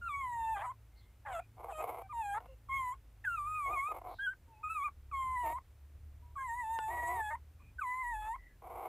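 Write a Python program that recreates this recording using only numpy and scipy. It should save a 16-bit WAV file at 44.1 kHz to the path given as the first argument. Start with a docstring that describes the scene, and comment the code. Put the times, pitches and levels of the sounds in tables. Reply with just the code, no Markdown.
"""Newborn puppies nurse on a blanket in a room. From the start far engines hum, as sines on their low orders,
and traffic rumble and the room's hiss, both coloured noise, lie under it all. At once a puppy whimpers:
gliding stacks of partials that now and then break. Snuffles, wheezes and faint whimper-like tones follow, as
noise in narrow resonances; another puppy grunts hoarsely, as uneven pulses ringing a throat; later lips smack,
as clicks into a small mouth. Near the end comes a low thump, made of sines like the hums.
A few short wall echoes follow the litter."""
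import sys
import numpy as np
from scipy import signal
from scipy.fft import rfft, irfft, next_fast_len
from scipy.io import wavfile
from scipy.ndimage import uniform_filter1d

SR = 44100
rng = np.random.default_rng(int(sys.argv[2]) if len(sys.argv) > 2 else 0)


def ratio_of_db(decibels):
    """Turn decibels (scalar or array-like) into linear amplitude factors; 0 dB maps to 1."""
    return 10 ** (np.asarray(decibels, float) / 20)


def bounce(signal):
    """Save signal as a 16-bit WAV file at the path given by the first command-line argument."""
    frames = np.transpose(np.atleast_2d(signal))
    limited = np.clip(frames, -1, 1)
    pcm = np.round(limited * 32767).astype(np.int16)
    wavfile.write(sys.argv[1], SR, pcm)


N = 391597   # length in samples
TIME = np.arange(N) / SR   # seconds


def rms_one(x):
    """Scale to rms 1."""
    return x / np.sqrt(np.mean(x ** 2) + 1e-20)


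def in_time(rows):
    """The sample span of a table and its columns over that span."""
    s, *columns = np.transpose(rows)
    span = slice(int(s[0] * SR), min(int(s[-1] * SR), N))
    return span, [np.interp(TIME[span], s, column) for column in columns]


def at_hz(points, hz):
    """Read a spectrum on a log-frequency axis."""
    point_hz, db = np.transpose(points)
    return np.interp(np.log(hz), np.log(point_hz), db)


def coloured(spectrum):
    """Steady noise of a given spectrum, silent outside it; rms 1."""
    size = next_fast_len(N)
    hz = np.arange(1, size // 2 + 2) * SR / size
    inside = (hz > spectrum[0][0]) & (hz < spectrum[-1][0])
    white = rfft(rng.standard_normal(size))
    return rms_one(irfft(white * ratio_of_db(at_hz(spectrum, hz)) * inside, size)[:N])


def drift(hz):
    """Random wandering, mostly slower than hz; rms 1."""
    lowpass = signal.butter(2, hz, fs=SR, output="sos")
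    return rms_one(signal.sosfilt(lowpass, rng.standard_normal(N + SR))[SR:])


def resonance(x, hz, width_hz):
    """Two-pole band, gain 1 on top."""
    r = np.exp(-np.pi * width_hz / SR)
    zeros = np.array([1, 0, -1]) * (1 - r * r) / 2
    poles = [1, -2 * r * np.cos(2 * np.pi * hz / SR), r * r]
    return signal.lfilter(zeros, poles, x + 1e-18)


def window(start, end, edge):
    """Up to 1 between start and end, with ramps of edge seconds."""
    return np.clip(np.minimum(TIME - start, end - TIME) / edge, 0, 1)


def glide(s, hz, time):
    """A smooth curve through pitch points, flat at every turn."""
    steps = np.diff(hz) / np.diff(s)
    same = steps[1:] * steps[:-1]   # positive where the pitch keeps its direction
    inner = np.where(same > 0, 2 * same / (steps[1:] + steps[:-1] + 1e-9), 0)
    slope = np.r_[steps[0], inner, steps[-1]]
    k = np.clip(np.searchsorted(s, time) - 1, 0, len(s) - 2)
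    width = s[k + 1] - s[k]
    u = (time - s[k]) / width
    ease = u * u * (3 - 2 * u)
    bend = width * u * (1 - u) * ((1 - u) * slope[k] - u * slope[k + 1])
    return hz[k] + ease * (hz[k + 1] - hz[k]) + bend


def edges_db(start, end, rise_s, fall_s, depth_db):
    """0 dB in the middle, sloping to depth_db at both ends."""
    return depth_db * (np.clip(1 - (TIME - start) / rise_s, 0, 1) + np.clip(1 - (end - TIME) / fall_s, 0, 1))


# Far hums, one table each; the last is a low thump. Each row: time in seconds, pitch in Hz, level in dB.
HUMS = [
    [(0, 52.8, -60.5), (.5, 54.3, -60), (2.0, 54.4, -62.5), (2.9, 53.9, -62), (3.4, 50.2, -59),
     (3.98, 48.5, -60), (4.4, 43.2, -74)],
    [(4.41, 40.6, -67), (4.65, 37.08, -61), (5.2, 33.32, -55.5), (6.09, 36.74, -57), (6.7, 36.8, -57.5),
     (7.41, 36.7, -57.5), (7.8, 42.84, -76.5), (8.88, 41.2, -87)],
    [(7.85, 44.56, -90), (8.12, 43.71, -47.5), (8.6, 44.2, -70.5)],
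]
# Their orders. Each row, one a hum or thump: first, second and third order in dB against its level.
HUM_ORDERS = [(0, -4.5, -30.5), (-12, -0.5, -13.5), (2, -21, -40)]


def hums_and_thump(waver):
    """The low orders of far engines and of a low thump, wavering on their way through the walls."""
    out, slow = np.zeros(N), drift(2.27)
    for rows, orders_db in zip(HUMS, HUM_ORDERS):
        span, (hz, level_db) = in_time(rows)
        phase = 2 * np.pi * np.cumsum(hz) / SR
        for k, db in enumerate(orders_db):
            wavering = 1 + waver * np.roll(slow, k * SR)[span]
            out[span] += np.sqrt(2) * ratio_of_db(level_db + db) * wavering * np.sin((k + 1) * phase)
    return out


# Course of the traffic rumble. Each row: time in seconds, level in dB.
RUMBLE_LEVEL = [(0, -60), (.7, -61.5), (2, -61.5), (3.4, -63.5), (4.4, -61), (4.9, -61), (5.3, -60.5),
                (7.3, -59.5), (8.1, -61), (8.88, -61.5)]
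# Colour of the rumble. Each row: frequency in Hz, density in dB per Hz.
RUMBLE_COLOUR = [(20, -14), (37, -12), (60, 0), (100, -7.5), (150, -21.5), (300, -27.5)]


def traffic_rumble():
    """Low coloured noise whose level follows its course and sways at random."""
    level_db = np.interp(TIME, *np.transpose(RUMBLE_LEVEL))
    sway_db = 2.73 * drift(3.0)
    return ratio_of_db(level_db + sway_db) * coloured(RUMBLE_COLOUR)


# Colour of the room and microphone hiss. Each row: frequency in Hz, density in dB per Hz.
HISS_COLOUR = [(76, -32.5), (130, 2.5), (210, -20.5), (278, -5.5), (645, -10.5), (1060, -13.5),
               (2140, -16.5), (4770, -25), (12000, -25), (15600, -23)]


def room_hiss():
    """Steady coloured noise of room and microphone."""
    return ratio_of_db(-73) * coloured(HISS_COLOUR)


# Whimpers, one table each. Each row: time in seconds, pitch in Hz, effort in dB,
# second partial in dB against the effort.
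WHIMPERS = [
    [(0.012, 1418, -43.5, -6), (0.08, 1355, -41, -5.5), (0.09, 1230, -41, -15.5), (0.142, 1124, -41, -4),
     (0.184, 1116, -41.5, -4.5), (0.282, 985, -40.5, -10.5), (0.47, 893.7, -40.5, -12),
     (0.534, 888, -38.5, -13), (0.56, 806, -40.5, -6.5), (0.598, 790, -43, -4), (0.65, 1015, -41.5, -13),
     (0.682, 966, -41, -21), (0.712, 1073, -44, -14.5), (0.728, 951, -36, 1)],
    [(1.25, 856, -42, -8), (1.266, 851, -46, -3), (1.346, 690, -37.5, -10.5), (1.39, 651, -35.5, -9),
     (1.4, 720, -28.5, -8), (1.41, 780, -40, -4)],
    [(1.68, 733, -50, -8), (1.688, 803, -42, -8), (1.694, 811, -44.5, -6), (1.722, 657, -40.5, -21),
     (1.756, 619, -44.5, -8.5), (1.83, 632, -30.5, -5)],
    [(2.0, 785, -56, -8), (2.082, 767, -54.5, -7)],
    [(2.09, 1212, -52, -2), (2.122, 1200, -48, -1.5), (2.134, 955, -44, -19), (2.2, 910, -39.5, -21),
     (2.25, 820, -42, -3.5), (2.32, 803, -39.5, -4), (2.395, 910, -36, -7)],
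    [(2.48, 541, -50, -8), (2.552, 512, -54, -26)],
    [(2.686, 1210, -41, -14), (2.698, 1065, -41.5, -5.5), (2.75, 1090, -36.5, -8.5),
     (2.842, 1018, -41.5, -9), (2.866, 995, -38.5, -13.5), (2.918, 996, -40.5, -13),
     (2.932, 1083, -44, -20), (2.95, 1084, -39, -13)],
    [(3.24, 1797, -32.5, -20), (3.3, 1405, -36.5, -13), (3.342, 1365, -41, -4.5),
     (3.402, 1177, -39.5, -21.5), (3.442, 1165, -42, -16.5), (3.494, 1244, -40.5, -23.5),
     (3.556, 1249, -41, -12.5), (3.658, 1103, -37.5, -8), (3.682, 1091, -37, -3),
     (3.724, 1221, -41.5, -16.5), (3.738, 1225, -40.5, -5), (3.774, 1091, -36.5, -8),
     (3.796, 1086, -36.5, -5), (3.868, 1199, -39, -10.5), (3.89, 1273, -42, -8), (3.935, 1190, -37, -17)],
    [(4.186, 1522, -39.5, -12), (4.23, 1637, -34.5, -13), (4.256, 1629, -34.5, -7.5),
     (4.278, 1482, -36, -16), (4.326, 1587, -45.5, -16), (4.338, 1469, -45, -10), (4.345, 1498, -38, -9)],
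    [(4.47, 930, -74, -30), (4.526, 897, -65, -30), (4.558, 850, -65, -35), (4.62, 874, -63, -33)],
    [(4.63, 1242, -39, -6), (4.69, 1252, -42.5, -6.5), (4.704, 1310, -36, -9.5), (4.728, 1310, -39.5, -8),
     (4.81, 1123, -38.5, -8.5), (4.828, 1112, -38, -8), (4.844, 1220, -40, -15), (4.86, 1201, -37.5, -2.5),
     (4.89, 1115, -38.5, -12), (4.897, 1144, -27, -8)],
    [(5.113, 1318, -32, -8), (5.121, 1183, -46.5, -8), (5.139, 1102, -37, -8), (5.295, 1031, -40.5, -11.5),
     (5.345, 1023, -39.5, -11), (5.379, 979, -37, -5.5), (5.417, 982, -37.5, -16.5),
     (5.459, 909, -39, -7.5), (5.547, 968, -40, -13.5), (5.581, 1067, -43.5, -9), (5.593, 980, -23, 0)],
    [(6.22, 965, -64.5, -35), (6.345, 965, -76, -35)],
    [(6.355, 1233, -41, -9), (6.373, 1105, -42, -19), (6.455, 1028, -43.5, -6), (6.501, 923, -43, -3),
     (6.539, 935, -40.5, -4.5), (6.571, 989, -44, -1), (6.599, 985, -41, -4), (6.655, 877.5, -44, -8),
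     (6.753, 914, -39, -6), (6.791, 887, -43.5, -3), (6.881, 874.5, -40, -6.5), (6.923, 965, -43, 1),
     (7.069, 959, -39, -2), (7.113, 993, -39.5, -3.5), (7.235, 857, -40.5, -5), (7.297, 844, -41, -5),
     (7.311, 920, -45, 2), (7.345, 917, -39.5, -5), (7.359, 1034, -35, -1.5), (7.365, 1010, -41, -10)],
    [(7.783, 1569, -38, -16), (7.805, 1442, -37.5, -18), (7.811, 1333, -36, -16), (7.847, 1033, -41.5, -5),
     (7.869, 991, -39, -4), (8.013, 1035, -44, -0.5), (8.047, 964, -40, 1), (8.095, 965, -42.5, 2),
     (8.165, 855, -41.5, -5), (8.233, 857, -43, -5.5), (8.327, 929, -41.5, -10.5), (8.357, 1083, -46, -10),
     (8.371, 990, -32, -10)],
]
# Colour of each whimper, in the same order. Each row: third partial and nasal treble, both in dB against effort.
WHIMPER_COLOURS = [(5.5, -23), (11.5, -23), (2, -20), (19, -28), (5, -21), (-17, -38), (10, -19.5),
                   (-2, -20.5), (-4, -28.5), (9.5, -36), (-4, -22), (5.5, -22.5), (-23, -35), (1, -19),
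                   (2, -20.5)]
# Where the voice breaks. Each row: start and end in seconds, cycles in a strong-weak pattern,
# depth of the pattern (0-1), chaos (0-1).
BREAKS = [(0.559, 0.592, 2, 0.4, 0.3), (0.585, 0.668, 4, 0.45, 0.45), (0.66, 0.701, 2, 0.07, 0.15),
          (1.253, 1.337, 3, 0.42, 0.48), (1.326, 1.4, 2, 0, 0.24), (1.689, 1.732, 2, 0.3, 0.5),
          (1.736, 1.83, 2, 0.05, 0.12), (2.34, 2.392, 2, 0.31, 0.27), (3.239, 3.256, 2, 0.18, 0.51),
          (7.302, 7.334, 3, 0.49, 0.18), (8.212, 8.293, 2, 0.08, 0.11)]
# Brief dips of the first partial. Each row: middle in seconds, depth in dB.
CATCHES = [(0.088, -6), (3.371, -9.5), (4.691, -17), (4.741, -18), (7.806, -21)]
# Throat, nose and the echo off the blanket lift and cancel a partial as it glides, one table for each of
# the first three partials. Each row: frequency of the partial in Hz, gain in dB.
FIRST_GAIN = [(500, -7), (640, -8), (800, 1.5), (850, -1), (900, 4), (965, -2), (1010, 1.5), (1050, 2.5),
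              (1090, 0), (1150, 0.5), (1225, 2.5), (1300, -4), (1350, 5.5), (1400, -1.5), (1485, 3.5),
              (1620, -5)]
SECOND_GAIN = [(1200, -0.5), (1350, 5.5), (1620, -3), (1750, -2.5), (1950, -4), (2050, -2), (2170, 2),
               (2260, -3.5), (2330, -7), (2450, 4.5), (2620, -4), (2800, -14), (3300, -9)]
THIRD_GAIN = [(1900, -36), (2450, -23), (2640, -25), (2900, -46), (3060, -42.5), (3200, -31), (3450, -37.5),
              (3700, -32.5), (4000, -40), (4900, -49)]
# Throat and nose above the third partial. Each row: frequency in Hz, gain in dB.
TRACT = [(2400, 13), (2900, 2), (3400, -0.5), (3900, -16), (4400, -23), (5800, -33), (6600, -12),
         (7500, -4), (9300, -11.5), (10500, -8.5), (12100, -15.5), (13800, -19.5), (15500, -34.5)]
# Breath noise in the nose. Each row: frequency in Hz, density in dB per Hz.
BREATH_COLOUR = [(300, -9), (1000, -1), (2500, -2.5), (5500, -20), (7500, 1), (9000, -1.5), (10200, 2),
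                 (11000, -12), (11800, 7.5), (14000, -35), (15500, -3)]


def whimpers(jitter, shimmer, swell_db, overtone_db, breath_db):
    """A stack of partials on the vocal-fold pitch; breaks add lines at fractions of the pitch and chaos."""
    catch_s = 0.01                 # half the length of a dip
    rasp_s, rasp = 0.018, 0.35     # every whimper ends in a short rasp (chaos 0-1)
    halves = sum(window(a, b, 0.0037) * depth for a, b, cycles, depth, chaos in BREAKS)
    rough = sum(window(a, b, 0.00684) * chaos for a, b, cycles, depth, chaos in BREAKS)
    hz, fade = np.full(N, 1e3), np.zeros(N)
    first_db, second_db, third_db, treble_db = np.zeros((4, N))
    for rows, (third_colour_db, treble_colour_db) in zip(WHIMPERS, WHIMPER_COLOURS):
        span, (_, effort_db, rich_db) = in_time(rows)
        s, pitch_hz = np.transpose(rows)[:2]
        start, end = s[0], s[-1]
        hz[span] = uniform_filter1d(glide(s, pitch_hz, TIME[span]), 300, mode="nearest")
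        # the voice sets in and dies away; its overtones come later and leave earlier
        first_db[span] = effort_db + edges_db(start, end, 0.011, 0.017, -15.5)[span]
        bloom_db = first_db[span] + edges_db(start, end, 0.087, 0.053, -9)[span]
        second_db[span] = bloom_db + rich_db
        third_db[span] = bloom_db + third_colour_db
        treble_db[span] = bloom_db + treble_colour_db
        fade[span] = np.minimum(window(start, 99, 0.002), window(-1, end, 0.008))[span]
        rough = rough + rasp * window(end - rasp_s, end, 0.00715)
    first_db += sum(db * window(s - catch_s, s + catch_s, catch_s) for s, db in CATCHES)

    wobble, flutter, tremor, swell = [drift(rate_hz) for rate_hz in (195.7, 305.0, 102.0, 13.9)]
    unsteady_hz = hz * (1 + (jitter + 0.0672 * rough) * wobble)
    phase = 2 * np.pi * np.cumsum(unsteady_hz) / SR
    voice = ratio_of_db(first_db + at_hz(FIRST_GAIN, hz)) * np.sin(phase)
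    on = fade > 0
    overtones = {2: (second_db, SECOND_GAIN), 3: (third_db, THIRD_GAIN)}
    for k, start_phase in enumerate(rng.uniform(0, 2 * np.pi, 22), 2):
        base_db, gain = overtones.get(k, (treble_db + overtone_db, TRACT))
        partial_hz = k * hz[on]
        own_db = swell_db * np.roll(swell, k * SR // 3)[on]   # each overtone swells by itself
        level = ratio_of_db(base_db[on] + at_hz(gain, partial_hz) + own_db)
        voice[on] += level * np.sin(k * phase[on] + start_phase) * (partial_hz < TRACT[-1][0])
    # make room for the power that the breaks add
    voice *= np.sqrt(2) * fade / np.sqrt(1 + 2 * halves ** 2 + rough ** 2)

    # cycles differ in strength by a pattern, and chaos shakes the level
    pattern = sum(window(a, b, 0.0071) * depth * np.cos(phase / cycles) for a, b, cycles, depth, chaos in BREAKS)
    broken = voice * (2 * pattern + rough * flutter)
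    small_mouth = signal.butter(4, 640, "high", fs=SR, output="sos")   # it radiates little bass
    broken = signal.sosfilt(small_mouth, broken + 1e-18)
    breath = ratio_of_db(treble_db + breath_db) * coloured(BREATH_COLOUR) * fade
    return voice * (1 + shimmer * tremor) + broken + breath


# Snuffles, wheezes and faint whimper-like tones. Each row: start and end in seconds,
# centre and width in Hz, level in dB.
SNUFFLES_AND_TONES = [(0.894, 1.167, 2104, 80, -78), (0.951, 1.025, 4240, 500, -72.5),
                      (1.004, 1.07, 3570, 700, -77), (1.374, 1.478, 2430, 101, -68),
                      (2.426, 2.581, 2750, 152.6, -76), (4.057, 4.248, 3920, 900, -71),
                      (4.173, 4.265, 900, 39.4, -70), (4.598, 4.655, 895, 29.9, -58.5),
                      (6.128, 6.272, 3040, 900, -99), (6.377, 6.436, 1616, 31, -47),
                      (7.575, 7.74, 2430, 146, -72), (7.593, 7.637, 1090, 198.5, -69.5),
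                      (8.347, 8.538, 1975, 93.6, -64.5), (8.484, 8.57, 1717, 60, -72),
                      (8.69, 8.835, 2300, 39.7, -82)]


def snuffles_and_faint_tones():
    """Snuffles, wheezes and faint whimper-like tones: noise in one resonance, passed twice."""
    noise = rng.standard_normal(N)
    out = np.zeros(N)
    for start, end, hz, width_hz, db in SNUFFLES_AND_TONES:
        band = rms_one(resonance(resonance(noise, hz, width_hz), hz, width_hz))
        out += ratio_of_db(db) * window(start, end, (end - start) / 3) * band
    return out


# Grunts. Each row: start, loudest moment and end in seconds, peak level in dB,
# first and last pulses per second, irregularity (0-1), mouth opening in dB.
GRUNTS = [ (1.566, 1.651, 1.738, -46.5, 296.3, 337.5, 0.46, -4.5),
          (1.776, 1.824, 2.03, -40.5, 338.9, 249.1, .3, -0.5),
          (2.398, 2.407, 2.48, -56, 396, 251.4, 0.49, -1.5), (3.653, 3.705, 3.77, -44, 306.5, 380, .15, -2),
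          (3.756, 3.771, 3.795, -49, 296, 340, 0.084, -4),
          (3.875, 3.94, 4.002, -44.5, 334, 333.7, 0.39, -1.5),
          (4.011, 4.009, 4.027, -40.5, 330, 337, 0.069, -7),
          (4.031, 4.072, 4.152, -44, 307.6, 271.6, 0.19, -5), (5.425, 5.462, 5.54, -42, 342.6, 305, .08, 3),
          (6.874, 6.917, 7.046, -43.5, 372.6, 291.5, 0.12, 2.5),
          (7.023, 7.105, 7.22, -40.5, 324.7, 399.8, 0.066, 2),
          (8.615, 8.85, 9.1, -43, 333.2, 336, 0.29, -3)]
# Resonances of the grunting throat. Each row: frequency in Hz, width in Hz, level in dB.
GRUNT_THROAT = [(366.6, 116, -10.5), (484, 62, -4.5), (715, 200, 4.5), (1049, 342, -0.5), (2153, 270, -10),
                (2540, 1530, -19.5), (7500, 3600, -29.5), (11960, 2850, -11)]


def grunts(hiss_share):
    """Uneven glottal pulses, with more air the rougher they come, ring the throat."""
    rise_db, fall_db, edge_s = 10, 7, 0.014   # swell before the loudest moment, sag after it, soft edges
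    pulses, level, air, opening = np.zeros((4, N))
    wobble, sizes = drift(120), drift(200)
    for start, loudest, end, peak_db, first_per_s, last_per_s, uneven, open_db in GRUNTS:
        span = slice(int(start * SR), min(int(end * SR), N))
        per_s = np.interp(TIME[span], [start, end], [first_per_s, last_per_s])
        swell_db = np.interp(TIME[span], [start, loudest, end], [-rise_db, 0, -fall_db])
        level[span] += ratio_of_db(peak_db + swell_db) * window(start, end, edge_s)[span]
        air[span] = uneven
        cycles = np.cumsum(per_s * np.exp(uneven * wobble[span])) / SR
        beats = np.diff(np.floor(cycles), prepend=0)   # one click a cycle
        pulses[span] = rms_one(beats * ratio_of_db((1.5 + 6.5 * uneven) * sizes[span]))
        opening[span] = ratio_of_db(open_db)
    puffs = signal.lfilter([1], [1, -0.992], pulses) * rng.standard_normal(N)
    hiss = rms_one(puffs) * pulses.std()
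    rings = np.zeros(N)
    for k, (hz, width_hz, db) in enumerate(GRUNT_THROAT):
        source = hiss if hz > 5000 else pulses + hiss_share * air * hiss   # only air reaches the nose
        gain = (-1) ** k * ratio_of_db(db) * (opening if hz > 1800 else 1) / np.sqrt(width_hz)
        rings += gain * resonance(resonance(source, hz, width_hz), hz, width_hz)
    even_rings = rings / np.sqrt(uniform_filter1d(rings ** 2, 2500) + 1e-9)
    flutter_db = 1 * drift(24.8)   # the breath behind a grunt is unsteady
    return level * ratio_of_db(flutter_db) * even_rings


# Lips on the teat. Each row: time in seconds, strength of the click in dB.
SMACKS = [(2.405, -70), (2.458, -72), (2.949, -76), (4.015, -82), (6.789, -48.5)]
# Modes of the small mouth. Each row: frequency in Hz, relative level in dB, approximate ring time in seconds.
SMACK_MODES = [(500, 12.5, 0.023), (900, 24, 0.023), (1444, 10, 0.099), (2780, 10.5, 0.023),
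               (4800, 0, 0.013)]


def smacks():
    """Each parting of the lips clicks into the small mouth."""
    clicks = np.zeros(N)
    for s, db in SMACKS:
        clicks[round(s * SR)] = ratio_of_db(db)
    soft_contact = signal.butter(2, 3500, fs=SR, output="sos")   # soft and wet
    clicks = signal.sosfilt(soft_contact, clicks + 1e-18)
    # the ring time in the gain makes up for the weaker response of a narrow mode to a click
    return sum(ratio_of_db(db - 9.5) * resonance(clicks, hz, 2.0 / ring_s) * ring_s * SR / 7
               for hz, db, ring_s in SMACK_MODES)


# Echoes off the walls. Each row: delay in seconds, level in dB.
ECHOES = [(.0031, -23.5), (.0077, -27), (.0134, -23.5), (.021, -24), (.029, -25.5)]


def walls(x):
    """A few short echoes of alternating sign, duller than the direct sound."""
    dull = signal.lfilter([0.5], [1, -0.5], x)
    return sum((-1) ** k * ratio_of_db(db) * np.pad(dull, (round(s * SR), 0))[:N] for k, (s, db) in enumerate(ECHOES))


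def scene():
    """The litter close by, heard nearly alike in both channels."""
    background = hums_and_thump(waver=0.36) + traffic_rumble() + room_hiss()
    voices = whimpers(jitter=0.0015, shimmer=0.072, swell_db=4.0, overtone_db=-4.6, breath_db=-6.5)
    litter = voices + snuffles_and_faint_tones() + grunts(hiss_share=0.41) + smacks()
    mid = litter + walls(litter) + background
    side = ratio_of_db(-85.5) * rng.standard_normal(N)   # faint hiss, opposite in the two channels
    return np.array([mid + side, mid - side])


def band_limit(x):
    """A steep low-pass at the top of the band."""
    return signal.sosfilt(signal.butter(12, 15700, fs=SR, output="sos"), x)


def record(dry):
    """The finished stereo mix, as it is stored."""
    return band_limit(dry)


dry = scene()
out = record(dry)
bounce(out)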